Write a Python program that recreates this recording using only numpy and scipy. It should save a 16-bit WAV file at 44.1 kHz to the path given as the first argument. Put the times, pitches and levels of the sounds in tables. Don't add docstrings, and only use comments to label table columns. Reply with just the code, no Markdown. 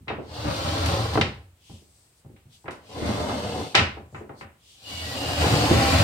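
import sys
import numpy as np
from scipy import signal
from scipy.fft import rfft, irfft, next_fast_len
from scipy.io import wavfile

SR = 44100
rng = np.random.default_rng(int(sys.argv[2]) if len(sys.argv) > 2 else 0)


def log_audio(samples):
    frames = np.atleast_2d(samples).T
    limited = np.clip(frames, -1, 1)
    pcm = np.round(limited * 32767).astype(np.int16)
    wavfile.write(sys.argv[1], SR, pcm)


N = 266187

# time_s, speed_db (grit hiss), load_db (wood rasp, before a fixed lift)
STROKE_PUSH_1 = [(0.27, -59.5, -56), (0.358, -46, -43), (0.514, -39.5, -32), (0.552, -38, -34),
                 (0.954, -36, -30), (1.132, -42.5, -36), (1.14, -36.5, -32.5)]
STROKE_PUSH_2 = [(2.84, -65.5, -60), (2.89, -56, -53.5), (2.962, -47.5, -40), (3.09, -40.5, -29),
                 (3.166, -41.5, -30.5), (3.63, -43.5, -35), (3.72, -49.5, -48.5)]
STROKE_PUSH_3 = [(4.79, -60, -71.5), (4.896, -42.5, -48), (5.396, -35, -30.5), (5.414, -32, -28),
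                 (6.03, -29.5, -24)]
# boom_db (over the load, at the usual load)
FLOOR_HOLLOWNESS_DB = [4.5, -2, 3]
# frequency_hz, relative_db_per_hz
WOOD_RASP_1 = [(110, -35.5), (190, -20), (259, -12), (296, -1.5), (381, -11.5), (536, -2), (730, -8.5),
               (809, -3.5), (917, -11), (1020, -7.5), (1410, -14), (2390, -19), (2900, -21), (3770, -40),
               (6380, -120)]
WOOD_RASP_2 = [(110, -17.5), (185, -3), (274, -4), (317, -10.5), (574, -7.5), (809, -10), (917, -13.5),
               (1020, -11.5), (1140, -17), (1950, -25), (2110, -16.5), (2360, -32), (2900, -42.5),
               (3770, -47.5), (6380, -120)]
WOOD_RASP_3 = [(110, -44.5), (190, -13), (220, -6), (259, -2), (296, -3.5), (422, -12.5), (549, -2),
               (622, -6.5), (799, -5), (906, -11), (1100, -10.5), (1410, -14), (2900, -15.5), (3770, -50),
               (6380, -120)]
# frequency_hz, relative_db_per_hz
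GRIT_HISS_1 = [(1290, -41), (2200, -21), (2470, -27), (2680, 1.5), (4600, 4.5), (5030, 0.5), (5980, -4.5),
               (7400, -10), (8580, -7), (9620, -16), (11900, -17.5), (15600, -22)]
GRIT_HISS_2 = [(1290, -40.5), (2200, -13), (2370, -8.5), (2630, -3.5), (2840, -1.5), (3100, -3.5),
               (4340, -4), (7220, -14.5), (8440, -11.5), (9620, -20.5), (13900, -27), (15600, -37)]
GRIT_HISS_3 = [(1290, -12.5), (2200, -19), (2450, -6), (2770, -0.5), (3370, -0.5), (4710, 0.5), (5830, -8),
               (8580, -9), (10500, -19), (12800, -17), (15600, -23.5)]
# frequency_hz, relative_db_per_hz
BOARD_BOOM = [(40, -27), (48, -12), (59, -10.5), (70, 0), (81, 13), (94, 2.5), (112, 10.5), (134, -8.5),
              (155, 1.5), (185, -7), (220, -9)]
# pitch_hz, relative_db
FRAME_MODES = [(217, -3.5), (293, -10), (360, -1.5), (559, -2.5), (788, 3), (1005, 0), (1320, 1.5),
               (1416, -5.5), (1510, -5), (1835, -6.5), (1895, -4.5), (2003, -8), (2080, 1), (2325, -9.5),
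               (2603, 2), (2800, -3.5), (2939, 0.5), (3208, -4), (3712, 6.5), (4027, -0.5), (4330, -16.5),
               (5545, -8)]
# frequency_hz, t60_s
FRAME_DECAY = [(200, .42), (700, .3), (2000, .28), (5500, .2)]
# start_s, length_s, pitch_hz, width_hz, level_db
FOOT_CHIRPS = [(4.835, 0.235, 2886, 70.4, -45), (4.892, .14, 2250, 25, -51.5),
               (4.992, 0.14, 1930, 25, -46.5), (5.147, 0.27, 2855, 71, -40.5)]
# start_s, peak_db, hardness_hz, thump_db, direct_db (push and crack)
BLOWS = [(0.003, -55, 300, -36, -1), (0.0745, -37, 1170, -31, 10), (0.081, -19.5, 2770, -55, -47),
         (0.101, -17.5, 1100, -27, -3), (0.185, -23, 666, -33.5, 2), (0.45, -24, 400, -17.5, 1),
         (0.859, -21, 14000, -19.5, 5), (1.156, -13.5, 1000, -14, 18), (1.175, -9, 1100, -19.5, 9.5),
         (1.187, -12, 550, -16.5, 6.5), (1.212, -9.5, 4530, -21.5, 8.5), (1.696, -40, 750, -30.5, -8),
         (1.82, -48.5, 400, -53.5, -10), (2.247, -44.5, 750, -33, -5), (2.293, -41.5, 400, -45, -10),
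         (2.363, -49, 3800, -63, -0.5), (2.45, -73.5, 300, -39, 5), (2.642, -37.5, 900, -34.5, -16),
         (2.657, -31.5, 1650, -54, -10), (2.681, -21, 1550, -37, 8), (2.708, -35.5, 11300, -60, -6),
         (3.02, -18.5, 220, -29.5, -1), (3.092, -16, 220, -25, -8.5), (3.296, -19.5, 1250, -36.5, 1),
         (3.746, -11.5, 3000, -29.5, 4), (3.751, -2.5, 5570, -23, 5), (3.776, -6, 3370, -12.5, -12),
         (3.97, -28.5, 890, -34, -7), (4.126, -41.5, 601, -30.5, 0), (4.146, -27, 1700, -34, -14.5),
         (4.21, -28.5, 550, -48.5, -32.5), (4.294, -28.5, 1090, -34.5, 1), (4.41, -28.5, 2050, -35.5, 0.5),
         (5.44, -11.5, 1300, -14, -10), (5.52, -21, 300, -9.5, -4), (5.712, -5, 500, -9.5, 5.5)]
# frequency_hz, relative_db_per_hz
CLACK_SPECTRUM = [(100, -18), (300, 0.5), (800, -4.5), (1500, -3.5), (2700, -0.5), (3400, -5.5), (5000, -7),
                  (6500, -11.5), (8500, -8.5), (10500, -13.5), (16000, -19.5)]
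THUMP_SPECTRUM = [(35, -29), (60, -9.5), (80, 3.5), (130, 2), (220, -3), (350, -17.5), (700, -35.5),
                  (2000, -61)]
# frequency_hz, t60_s
ROOM_DECAY = [(60, 0.67), (150, 0.33), (400, 0.39), (1000, 0.38), (2500, 0.34), (5000, .32), (9000, 0.29),
              (16000, .24)]
# middle_s, level_db, spread_s, pitch_hz
GRIP_RUBS = [(1.72, -57, 0.067, 3020), (1.98, -65, 0.12, 8200), (2.19, -70, .025, 8750),
             (2.547, -58.5, 0.026, 3330), (2.62, -67, 0.039, 8000), (4.17, -65, 0.042, 7200),
             (4.406, -57.5, 0.026, 4400), (4.72, -57, 0.064, 3180)]
# frequency_hz, relative_db_per_hz
RUB_SPECTRUM = [(2000, -11), (2800, -6), (4600, 2.5), (7000, -1.5), (8600, 0), (10000, -7), (15000, -17)]
# frequency_hz, relative_db_per_hz
QUIET_ROOM = [(25, -26), (48, -8.5), (75, -4), (125, -7), (200, -15), (500, -19.5), (1500, -23.5),
              (3000, -25), (6000, -31), (8500, -24.5), (10000, -31), (16000, -30.5)]
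# frequency_hz, likeness (1 same, 0 unrelated)
MICROPHONE_LIKENESS = [(60, .997), (170, .975), (350, .9), (700, .65), (1400, -.1), (2800, .03), (16000, 0)]
# frequency_hz, left_over_right_db
LEFT_LEAN = [(100, 0), (700, 0.8), (1400, -1), (2800, 1), (5500, 3), (10000, 4), (16000, 1)]

LEFT_LEAD_S = .00016
CHIRP_ATTACK_S, CHIRP_RELEASE_S = 0.032, 0.026
CUTOFF_HZ = 15900


def dragging(judder_db=0.73, boom_judder_db=2.0, grit_judder_db=0.03, rasp_db=2.34,
             boom_follows=1.05, usual_load_db=-30):
    grip = drift(16)
    boards = colour(slips(2900, spread_db=0.0), BOARD_BOOM)
    boards = rms_one(boards * from_db(boom_judder_db * grip))

    wood = dense_modes(slips(5000, spread_db=3.0), share=0.69, decay_s=.012)
    wood = through_frame(wood, ring=0.54, damping=1.0) * from_db(judder_db * grip)

    dust = dense_modes(slips(11000, spread_db=3.0), share=.55, decay_s=.008)
    dust = through_frame(dust, ring=0.21, damping=1.0)
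    dust = dust * from_db(grit_judder_db * (drift(30) + .5 * grip))

    strokes = [(STROKE_PUSH_1, WOOD_RASP_1, GRIT_HISS_1),
               (STROKE_PUSH_2, WOOD_RASP_2, GRIT_HISS_2),
               (STROKE_PUSH_3, WOOD_RASP_3, GRIT_HISS_3)]
    out = 0
    for (push, rasp_colour, grit_colour), hollow_db in zip(strokes, FLOOR_HOLLOWNESS_DB):
        speed, load = gains(push)
        boom = from_db(usual_load_db + hollow_db) * (load / from_db(usual_load_db)) ** boom_follows
        rasp = from_db(rasp_db) * load * colour(wood, rasp_colour)
        hiss = speed * colour(dust, grit_colour)
        out = out + boom * boards + rasp + hiss
    return lean_left(out)


def slips(per_s, spread_db):
    excess_db = spread_db * np.minimum(rng.exponential(1, (2, N)), 5)
    sizes = from_db(excess_db) * rng.choice([-1, 1], (2, N))
    return sizes * (rng.random((2, N)) < per_s / SR)


def dense_modes(x, share, decay_s):
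    t = np.arange(SR // 10) / SR
    responses = rng.standard_normal((3, 2, len(t))) * np.exp(-t / decay_s)
    responses /= np.linalg.norm(responses, axis=2, keepdims=True)
    places = np.array([drift(2.7) for _ in responses])
    places /= np.linalg.norm(places, axis=0)
    ripple = sum(place * signal.oaconvolve(x, response, axes=1)[:, :N]
                 for place, response in zip(places, responses))
    return x + share * ripple


def through_frame(x, ring, damping):
    modes = 0
    for hz, db in FRAME_MODES:
        width_hz = damping * np.log(1000) / (np.pi * at_hz(FRAME_DECAY, hz))
        modes = modes + from_db(db) * resonate(x, hz, width_hz)
    return x + ring * modes


def chirping(waver_db=0.5, waver_hz=18):
    t, out = np.arange(N) / SR, 0
    for start, length, hz, width, db in FOOT_CHIRPS:
        once = resonate(rng.standard_normal((2, N)), hz, width)
        song = rms_one(resonate(once, hz, width))
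        swell = np.clip((t - start) / CHIRP_ATTACK_S, 0, 1)
        release = np.exp(-np.maximum(t - start - length, 0) / CHIRP_RELEASE_S)
        out = out + from_db(db + waver_db * drift(waver_hz)) * swell * release * song
    return out


def knocks(crack_s=0.006, push_hz=4500, room_db=-3.0, modes_db=-16.0, thin=0.11,
           thump_s=0.014, thump_room_db=6.0):
    t, out = np.arange(SR) / SR, np.zeros((2, N + SR))
    ringing = np.array([from_db(db - 60 * t / at_hz(FRAME_DECAY, hz)) * np.exp(2j * np.pi * hz * t)
                        for hz, db in FRAME_MODES])
    echoes = [(room_tail(CLACK_SPECTRUM), room_tail(THUMP_SPECTRUM)) for _ in range(3)]
    cracks = colour(rng.standard_normal((2, N + SR)), CLACK_SPECTRUM)
    thuds = colour(rng.standard_normal((2, N + SR)), THUMP_SPECTRUM)
    for k, (s, peak_db, hardness_hz, thump_db, direct_db) in enumerate(BLOWS):
        echo, low_echo = echoes[k % len(echoes)]
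        first = k * (N // len(BLOWS))
        own = slice(first, first + SR)

        size = (2, len(FRAME_MODES))
        strengths = from_db(rng.normal(0, 2, size)) * np.exp(2j * np.pi * rng.random(size))
        modes = (strengths @ ringing).real

        direct = cracks[:, own] * np.exp(-t / crack_s) * (1 - np.exp(-t / 0.0006))
        direct[:, 0] += (push_hz / max(hardness_hz, 1000)) ** 2
        clack = from_db(direct_db) * direct + from_db(room_db) * echo + from_db(modes_db) * modes

        dull = signal.butter(3, hardness_hz, fs=SR, output="sos")
        thinning = signal.butter(1, thin * hardness_hz, "high", fs=SR, output="sos")
        clack = signal.sosfilt(thinning, signal.sosfilt(dull, clack))

        thump = thuds[:, own] * np.exp(-t / thump_s) + from_db(thump_room_db) * low_echo
        thump = thump * (1 - np.exp(-t / 0.011))
        at = round(s * SR)
        out[:, at:at + SR] += from_db(peak_db) * peak_one(clack, crest=4.69)
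        out[:, at:at + SR] += from_db(thump_db) * peak_one(thump, crest=4.46)
    return out[:, :N]


def room_tail(spectrum, ring=0.48):
    t, hz = np.arange(SR) / SR, np.arange(SR // 2 + 1)
    shaken = through_frame(rng.standard_normal((2, 2 * SR)), ring, damping=2.3)[:, SR:]
    noise, out = rfft(colour(shaken, spectrum)), 0
    for k, (_, t60) in enumerate(ROOM_DECAY):
        share = at_hz([(f, j == k) for j, (f, _) in enumerate(ROOM_DECAY)], hz)
        out = out + irfft(noise * share, SR) * from_db(-60 * t / t60)
    return out


def peak_one(blow, crest):
    return blow / (crest * np.sqrt(np.mean(blow[:, :SR // 20] ** 2)))


def rubbing(width_hz=1300):
    t, friction = np.arange(N) / SR, rng.standard_normal((2, N))
    airy = colour(rng.standard_normal((2, N)), RUB_SPECTRUM)
    out = 0
    for middle, db, spread, hz in GRIP_RUBS:
        pitched = rms_one(resonate(resonate(friction, hz, width_hz), hz, width_hz))
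        swell = np.exp(-.5 * ((t - middle) / spread) ** 2)
        out = out + from_db(db) * swell * rms_one(pitched + airy)
    return lean_left(out)


def room_tone(level_db=-64.5):
    return from_db(level_db) * colour(rng.standard_normal((2, N)), QUIET_ROOM)


def lean_left(x):
    size = next_fast_len(N)
    hz = np.arange(size // 2 + 1) * SR / size
    side = np.array([[.5], [-.5]])
    level = from_db(at_hz(LEFT_LEAN, hz) * side)
    lead = np.exp(2j * np.pi * hz * LEFT_LEAD_S * side)
    return irfft(rfft(x, size) * level * lead, size)[:, :N]


def colour(pair, spectrum, edge_order=8):
    size = next_fast_len(pair.shape[1])
    hz = np.arange(size // 2 + 1) * SR / size + 1e-3
    mid, side = rfft(pair, size)
    alike = np.clip(at_hz(MICROPHONE_LIKENESS, hz), -1, 1)
    both = np.sqrt(1 + alike) * mid + np.sqrt(1 - alike) * side * [[1], [-1]]
    skirts = np.minimum(1, np.minimum(hz / spectrum[0][0], spectrum[-1][0] / hz)) ** edge_order
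    shaped = both * skirts * from_db(at_hz(spectrum, hz))
    return rms_one(irfft(shaped, size)[:, :pair.shape[1]])


def resonate(x, hz, width_hz):
    r = np.exp(-np.pi * width_hz / SR)
    zeros = [(1 - r * r) / 2, 0, (r * r - 1) / 2]
    poles = [1, -2 * r * np.cos(2 * np.pi * hz / SR), r * r]
    return signal.lfilter(zeros, poles, x)


def drift(rate_hz):
    r = np.exp(-2 * np.pi * rate_hz / SR)
    smooth = signal.lfilter([1], [1, -2 * r, r * r], rng.standard_normal(N + SR))
    return rms_one(smooth[SR:])


def gains(rows, attack_s=0.044, release_s=.065):
    s, *columns = np.transpose(rows)
    t = np.arange(N) / SR
    fade = np.exp(-np.maximum(s[0] - t, 0) / attack_s - np.maximum(t - s[-1], 0) / release_s)
    return [from_db(np.interp(t, s, c)) * fade for c in columns]


def at_hz(points, hz):
    f, value = np.transpose(points)
    return np.interp(np.log(np.maximum(hz, 1)), np.log(f), value)


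def rms_one(x):
    return x / np.sqrt(np.mean(np.atleast_2d(x).mean(axis=0) ** 2) + 1e-20)


def from_db(db):
    return 10 ** (np.asarray(db) / 20)


def scene():
    return dragging() + chirping() + knocks() + rubbing() + room_tone()


def record(dry):
    top_cut = signal.ellip(12, .1, 90, CUTOFF_HZ, fs=SR, output="sos")
    return signal.sosfilt(top_cut, np.clip(dry, -.97, .97))


dry = scene()
out = record(dry)
log_audio(out)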